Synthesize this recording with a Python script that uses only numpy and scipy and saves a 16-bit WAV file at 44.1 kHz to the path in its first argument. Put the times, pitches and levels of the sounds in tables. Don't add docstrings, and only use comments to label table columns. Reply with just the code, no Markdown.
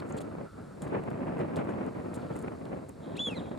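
import sys
import numpy as np
from scipy import signal
from scipy.fft import rfft, irfft, next_fast_len
from scipy.io import wavfile
from scipy.ndimage import uniform_filter1d, map_coordinates

SR = 44100
rng = np.random.default_rng(int(sys.argv[2]) if len(sys.argv) > 2 else 0)


def persist_wave(psi):
    counts = np.round(np.clip(psi, -1, 1) * 32767).astype(np.int16)
    wavfile.write(sys.argv[1], SR, np.atleast_2d(counts).T)


def volts_from_db(level):
    exponent = np.asarray(level, float) / 20
    return 10 ** exponent


N = 157878


def unit(x):
    return x / np.sqrt(np.mean(x ** 2) + 1e-20)


def along(points, hz):
    f, value = np.transpose(points)
    return np.interp(np.log(hz + 1), np.log(f + 1), value)


def curve(rows):
    return np.interp(np.arange(N) / SR, *np.transpose(rows))


def smooth(x, s):
    return uniform_filter1d(x, max(int(s * SR), 1))


def wobble(rate):
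    knots = rng.standard_normal(int(N * rate / SR) + 4)
    return map_coordinates(knots, [np.arange(N) * rate / SR])


def flutter(rate):
    w = wobble(rate)
    return w - smooth(w, 7 / rate)


def filtered(x, response):
    m = next_fast_len(N + SR // 2)
    return irfft(rfft(x, m) * response(np.fft.rfftfreq(m, 1 / SR)), m)[..., :N]


def resonant(x, peaks):
    def shape(f):
        total = 0
        for k, (center, width, db) in enumerate(peaks):
            band = 1j * f * width / (center * center - f * f + 1j * f * width)
            total = total + (-1) ** k * volts_from_db(db) * band
        return total

    power = np.mean(np.abs(shape(np.linspace(1, SR / 2, 2000))) ** 2)
    return filtered(x, shape) / np.sqrt(power)


def spread(pair, spectrum, alike):
    def mid_side(hz):
        turn = np.arccos(np.clip(along(alike, hz), -1, 1)) / 2
        return volts_from_db(along(spectrum, hz)) * [np.cos(turn), np.sin(turn)]

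    mid, side = filtered(pair, mid_side)
    return unit(np.array([mid + side, mid - side]))


def spotted(depth_db):
    z = signal.stft(rng.standard_normal((2, N)), nperseg=64)[2]
    field = unit(uniform_filter1d(rng.standard_normal(z.shape), size=4, axis=2))
    return unit(signal.istft(z * volts_from_db(depth_db * field), nperseg=64)[1][:, :N])


def wind():
    # t/s, level/dB
    gusts = [(0, -36.5), (.1, -40), (.465, -41), (.5, -57.5), (.58, -45.5), (.76, -48), (.86, -37),
             (1.02, -37), (1.3, -34.5), (1.85, -34), (2.1, -39.5), (2.5, -39), (2.6, -39.5), (2.78, -38),
             (2.94, -52.5), (3.05, -40.5), (3.3, -37.5), (3.58, -40)]
    # t/s, half length/s, extra level/dB
    flurries = [(0.023, 0.0061, 4.5), (0.109, .01, 6), (0.153, 0.033, 5), (0.208, 0.0088, 7),
                (.25, .01, 3.5), (0.353, 0.0032, 8), (0.385, 0.007, 5.5), (0.413, 0.0044, 4.5),
                (.6, 0.026, 3), (0.774, 0.0088, 4), (0.843, 0.017, 6), (0.954, 0.034, 9.5),
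                (1.086, 0.0059, 4.5), (1.115, 0.0074, 4.5), (1.278, 0.024, 2.5), (1.37, .008, 3.5),
                (1.406, 0.019, 4), (1.583, 0.013, 4.5), (1.614, 0.015, 6.5), (1.691, 0.0093, 1),
                (1.788, .008, 3.5), (1.817, .008, 4), (1.878, 0.0096, 3.5), (1.91, 0.037, -5.5),
                (1.964, 0.0076, 4), (2.017, 0.0041, 1), (2.063, .005, 0.5), (2.12, 0.0067, 2),
                (2.175, 0.0057, 7), (2.235, 0.025, 2), (2.281, 0.015, -3), (2.319, 0.011, 5.5),
                (2.361, 0.0089, 5.5), (2.446, 0.0097, 3.5), (2.483, 0.0054, 8), (2.52, 0.0039, 5.5),
                (2.552, 0.0032, 2), (2.573, 0.04, -3.5), (2.732, 0.012, 4.5), (2.771, 0.0058, 0.5),
                (2.901, 0.015, 7), (2.986, 0.0052, 0), (3.249, 0.02, -7), (3.27, .005, 5),
                (3.288, 0.005, 5.5), (3.385, 0.0049, 6), (3.503, 0.0087, -8.5), (3.515, 0.0061, 7)]
    # f/Hz, density/dB per Hz
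    buffet = [(15, -83), (25, -36), (88, -9), (172, -3), (306, -4), (408, -7), (557, -8.5), (2510, -34.5),
              (5000, -65.5), (6500, -80), (11000, -120)]
    # f/Hz, likeness (0 to 1)
    likeness = [(40, 0.86), (150, 0.82), (300, 0.73), (600, 0.51), (1500, 0.32), (3000, 0.13)]
    # f/Hz, lead/rad
    lead = [(40, .25), (90, 0.23), (180, 0.38), (350, 1.54), (780, 1.97), (1300, 0.19), (4000, 0.11)]
    eddies, eddy_db, eddy_spread_db = 2500, -3.5, 3
    edge_hz, edge_grows, edge_db = 1850, 1.49, -1.5
    thump_db = 22.5

    t, strength_db = np.arange(N) / SR, curve(gusts)
    mean_db = strength_db.mean()
    flurry_db = sum(db * np.exp(-((t - s) / half) ** 2) for s, half, db in flurries)
    gust_db = strength_db - mean_db + flurry_db

    when, port, size, sign = rng.random((eddies, 4)).T
    thumps = np.zeros((2, N))
    eddy = np.sign(sign - .5) * volts_from_db(-eddy_spread_db * np.log(size + 0.03))
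    thumps[(2 * port).astype(int), (when * N).astype(int)] = eddy
    thumps = unit(thumps)
    for s, half, db in flurries:
        if db > 0 and half < .011:
            balance = np.array([1, rng.uniform(-1, 1)])
            thumps[:, round(s * SR)] += volts_from_db(thump_db) * rng.choice([-1, 1]) * balance

    lumps = volts_from_db(1.57 * np.array([flutter(40), flutter(40)]))
    turbulence = unit(lumps * rng.standard_normal((2, N)))
    rush = spread(turbulence + volts_from_db(eddy_db) * thumps, buffet, likeness)
    rush = filtered(rush, lambda hz: np.exp(.5j * along(lead, hz) * [[1], [-1]]))

    low = filtered(rush, lambda hz: 1 / (1 + (hz / edge_hz) ** 2))
    deep = filtered(low, lambda hz: 1 / (1 + (hz / 110) ** 4))
    flutter_db = 1.04 * flutter(60)
    edge_gain = volts_from_db(edge_db + edge_grows * (gust_db + flutter_db) + 2.9 * flutter(130))
    edge = edge_gain * (rush - low)
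    body = volts_from_db(gust_db + flutter_db) * (low - deep)
    return volts_from_db(mean_db) * (volts_from_db(0.18 * gust_db + 0.8) * deep + body + edge)


def meadow():
    # f/Hz, density/dB per Hz
    hiss_colour = [(1500, -3.5), (3200, -15), (4200, -9), (6000, -16.5), (7500, -13), (9700, -14.5),
                   (11800, -27.5), (14200, -24)]
    # t/s, level/dB
    sway = [(0, 0), (.7, .5), (1, -1), (1.7, -0.5), (2, 1.5), (2.4, 1.5), (2.7, 0), (3.58, -.5)]
    # start/s, end/s, level/dB
    drone = [
        (0, .75, -60.5),
        (2.05, 2.55, -60),
    ]
    hiss_db, drone_hz, drone_width_hz = -64.5, 1340, 200

    likeness = [(2000, 0.95), (8000, 0.72), (13000, 0.71)]
    hiss = spread(rng.standard_normal((2, N)), [(200, -4)] + hiss_colour, likeness)
    t = np.arange(N) / SR
    gate = smooth(sum(volts_from_db(db) * ((t >= start) & (t < end)) for start, end, db in drone), 0.052)
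    tone = resonant(rng.standard_normal(N), [(drone_hz, drone_width_hz, 0)])
    tone = unit(resonant(tone, [(drone_hz, 300, 0)]))
    return volts_from_db(hiss_db + curve(sway)) * hiss + gate * volts_from_db(1.9 * wobble(39.9) + 1) * tone


def bills():
    # t/s, peak level/dB, dull share/dB
    ticks = [(.0674, -63, -11), (.0744, -59, -15), (.081, -58, -20), (0.175, -51, 1), (.2154, -51, -14),
             (0.821, -45, -6), (.8235, -54, -18), (.8774, -58, -14), (1.038, -53.5, -7), (1.1045, -51, -8),
             (1.383, -60, -19), (1.3914, -53, -15), (1.5598, -44, -1), (1.564, -58, -14), (1.573, -52, -12),
             (1.581, -64, -13), (1.647, -57, -16), (1.8647, -53.5, -10), (2.358, -52, -50),
             (2.3648, -45.5, -35), (2.3728, -52, -36), (2.39, -46.5, -32), (2.3935, -56, -30),
             (2.398, -58, -30), (2.405, -56, -30), (2.4168, -54, -30), (2.4218, -58, -30),
             (2.4258, -48, -30), (2.4285, -58, -30), (2.6546, -49.5, 3), (2.888, -52, -30),
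             (2.893, -43, -36), (3.167, -50, -9), (3.3084, -60, -27)]
    # start/s, length/s, level/dB, dull share/dB
    rustles = [(0, 0.0054, -56.5, 2.5), (0.087, 0.03, -64.5, -13), (0.166, 0.012, -57, -9),
               (0.175, 0.017, -56, -2.5), (0.203, 0.023, -55.5, -7.5), (0.818, 0.011, -53.5, -9),
               (0.828, 0.031, -61, -13), (0.868, 0.034, -70.5, -3), (1.392, 0.032, -70, 2),
               (1.562, 0.0098, -53.5, -3.5), (1.57, 0.044, -69, 1), (1.683, 0.042, -69, -8),
               (2.138, 0.011, -55.5, -6.5), (2.143, 0.024, -55, -11), (2.173, 0.22, -77.5, 5),
               (2.328, 0.18, -73, -7), (3.166, 0.015, -58, -1), (3.18, 0.26, -67.5, -6),
               (3.306, .01, -67, -14), (3.573, .01, -67, -2)]
    # f/Hz, width/Hz, level/dB
    bright = [(7070, 1200, 3), (9800, 1270, -2), (14100, 2800, -10)]
    # f/Hz, width/Hz, level/dB
    dull = [(3000, 2100, -0.67), (3780, 2800, -1.3)]
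    tick_t60, tick_db = 0.0091, 9.5
    rustle_top_hz, tick_floor_hz, spot_db = 12200, 6200, 5

    push, rub = np.zeros((2, N + SR)), np.zeros((2, N))
    k = np.arange(SR // 50) / SR
    for s, db, dull_db in ticks:
        snap = (k == 0) + 0.055 * rng.standard_normal(len(k))
        crack = volts_from_db(db + tick_db - 60 * k / tick_t60) * snap
        share = np.clip(volts_from_db(dull_db), 0, .9)
        push[:, round(s * SR):][:, :len(k)] += crack * [[np.sqrt(1 - share ** 2)], [share]]
    for s, length, db, dull_db in rustles:
        u = np.arange(int(length * SR)) / (length * SR)
        swell = np.sqrt(np.clip(6 * u, 0, 1) * (1 - u ** 2))
        shape = volts_from_db(db) * swell * [[1], [volts_from_db(dull_db)]]
        rub[:, round(s * SR):][:, :len(u)] += shape[:, :N - round(s * SR)]

    grain = spotted(spot_db) * volts_from_db(1.2 * wobble(800))
    push = push[:, :N] + filtered(rub * grain, lambda hz: 1 / (1 + (hz / rustle_top_hz) ** 2))
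    thin = filtered(push[0], lambda hz: (1j * hz / (tick_floor_hz + 1j * hz)) ** 2)
    bright_part = resonant(resonant(thin, bright), [(9600, 6800, 0)])
    dull_part = resonant(resonant(push[1], dull), [(3450, 3800, 0)])
    return 1.64 * bright_part + dull_part


def pip():
    start_s, pitch_hz, level_db, t60 = .1235, 7040, -34.5, 0.0097
    t = np.clip(np.arange(N) / SR - start_s, 0, None)
    envelope = volts_from_db(level_db - 60 * t / t60) * (1 - np.exp(-t / 0.00086))
    return envelope * np.sin(2 * np.pi * pitch_hz * t + 1.3 * wobble(1500))


def whistle():
    # start/s, start f/Hz, end f/Hz, arch/Hz, level/dB
    registers = [
        (3.155, 1340, 1740, -42, -57),
        (3.167, 1833, 2293, 2, -53.5),
        (3.177, 2450, 2890, 29, -46),
        (3.193, 3345, 3250, 189, -34.5),
        (3.289, 3294, 3000, 54, -37.5),
        (3.295, 2820, 2450, -28.5, -47.5),
        (3.344, 2176, 1946, -17.5, -51),
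        (3.381, 1877, 1832, 0, -50),
        (3.397, 1777, 1570, 0, -52),
        (3.403, 1460, 1130, -3, -64),
    ]
    # f/Hz, level/dB
    tract = [(1500, -18), (2200, -3), (3500, 0.5), (3950, 6.5), (4500, -22), (6000, -14), (7400, -13),
             (10000, -18)]
    partials_db = [0, -5, -11, -34]
    # t/s, level/dB
    strain = [(3.16, 3.5), (3.187, 5), (3.197, 1), (3.22, 0), (3.24, -7), (3.262, 2.5), (3.29, 1),
              (3.3, -1.5), (3.37, 4)]
    # t/s, level/dB
    third_partial = [(3.187, -9), (3.2, -5), (3.26, -9), (3.272, 1), (3.29, 3), (3.3, -8), (3.32, -7),
                     (3.333, 6), (3.35, -5)]
    # t/s, level/dB
    effort = [(3.19, 0.5), (3.23, -0.5), (3.28, 0), (3.294, -7), (3.297, 2.5), (3.365, 0.5), (3.385, -7),
              (3.4, -6.5)]
    # t/s, level/dB
    breath = [(3.0, -87), (3.03, -70), (3.15, -66), (3.2, -55), (3.3, -62), (3.4, -66), (3.51, -67.5),
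              (3.55, -77)]
    # f/Hz, width/Hz, level/dB
    breath_bands = [(3250, 160, 0.5), (3790, 280, 0), (7300, 210, -11), (8860, 250, -17), (9800, 150, -17)]
    end_s, jump_s, top_hz = 3.48, 0.0025, 12200
    pure_db = -6
    rasp_db, rasp_hz = -10.5, 884

    t, hz, gain = np.arange(N) / SR, np.full(N, 1400.), np.zeros(N)
    ends = [r[0] for r in registers[1:]] + [end_s]
    for (s, first_hz, last_hz, arch, db), end in zip(registers, ends):
        u = (t - s) / (end - s)
        on = (u >= 0) & (u < 1)
        glide = first_hz + (last_hz - first_hz) * u + 4 * arch * u * (1 - u)
        hz = np.where(on, glide, hz)
        gain = gain + on * volts_from_db(db)
    hz = smooth(hz, jump_s) * (1 + 0.0025 * wobble(150))
    phase = 2 * np.pi * np.cumsum(hz) / SR
    purity_db = pure_db * np.log2(hz / 2000) + curve(strain)

    tone = np.zeros(N)
    for k, db in enumerate(partials_db):
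        partial_hz = (k + 1) * hz
        level_db = db + along(tract, partial_hz)
        rasp = 1
        if k > 0:
            level_db = level_db + purity_db + k * (wobble(83) + wobble(600))
            rasp = 1 + volts_from_db(rasp_db) * wobble(rasp_hz)
        if k == 2:
            level_db = level_db + curve(third_partial)
        tone += volts_from_db(level_db) * (partial_hz < top_hz) * rasp * np.sin((k + 1) * phase)

    air = volts_from_db(curve(breath) + 1.8 * wobble(30)) * resonant(rng.standard_normal(N), breath_bands)
    loudness = np.sqrt(2) * smooth(gain, jump_s) * volts_from_db(curve(effort) + 0.3 * wobble(300))
    return loudness * tone + air


def bank(x):
    t = np.arange(SR // 4) / SR
    tail = rng.standard_normal((2, len(t))) * volts_from_db(-60 * t / 0.14)
    return signal.fftconvolve(x[None], tail / np.linalg.norm(tail[0]), axes=1)[:, :N]


def scene():
    air = wind() + meadow()
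    ducks = bills() + pip() + whistle()
    return ducks * volts_from_db([[.1], [-.1]]) + volts_from_db(-13.5) * bank(ducks) + air


def band_limit(x):
    return signal.sosfilt(signal.butter(12, 15890, fs=SR, output="sos"), x)


def record(dry):
    ceiling, top_hz = .09, 15300
    soft = dry / (1 + np.abs(dry / ceiling) ** 8) ** (1 / 8)
    mix = filtered(soft, lambda hz: 1 / (1 + (hz / top_hz) ** 60))
    return band_limit(mix)


dry = scene()
out = record(dry)
persist_wave(out)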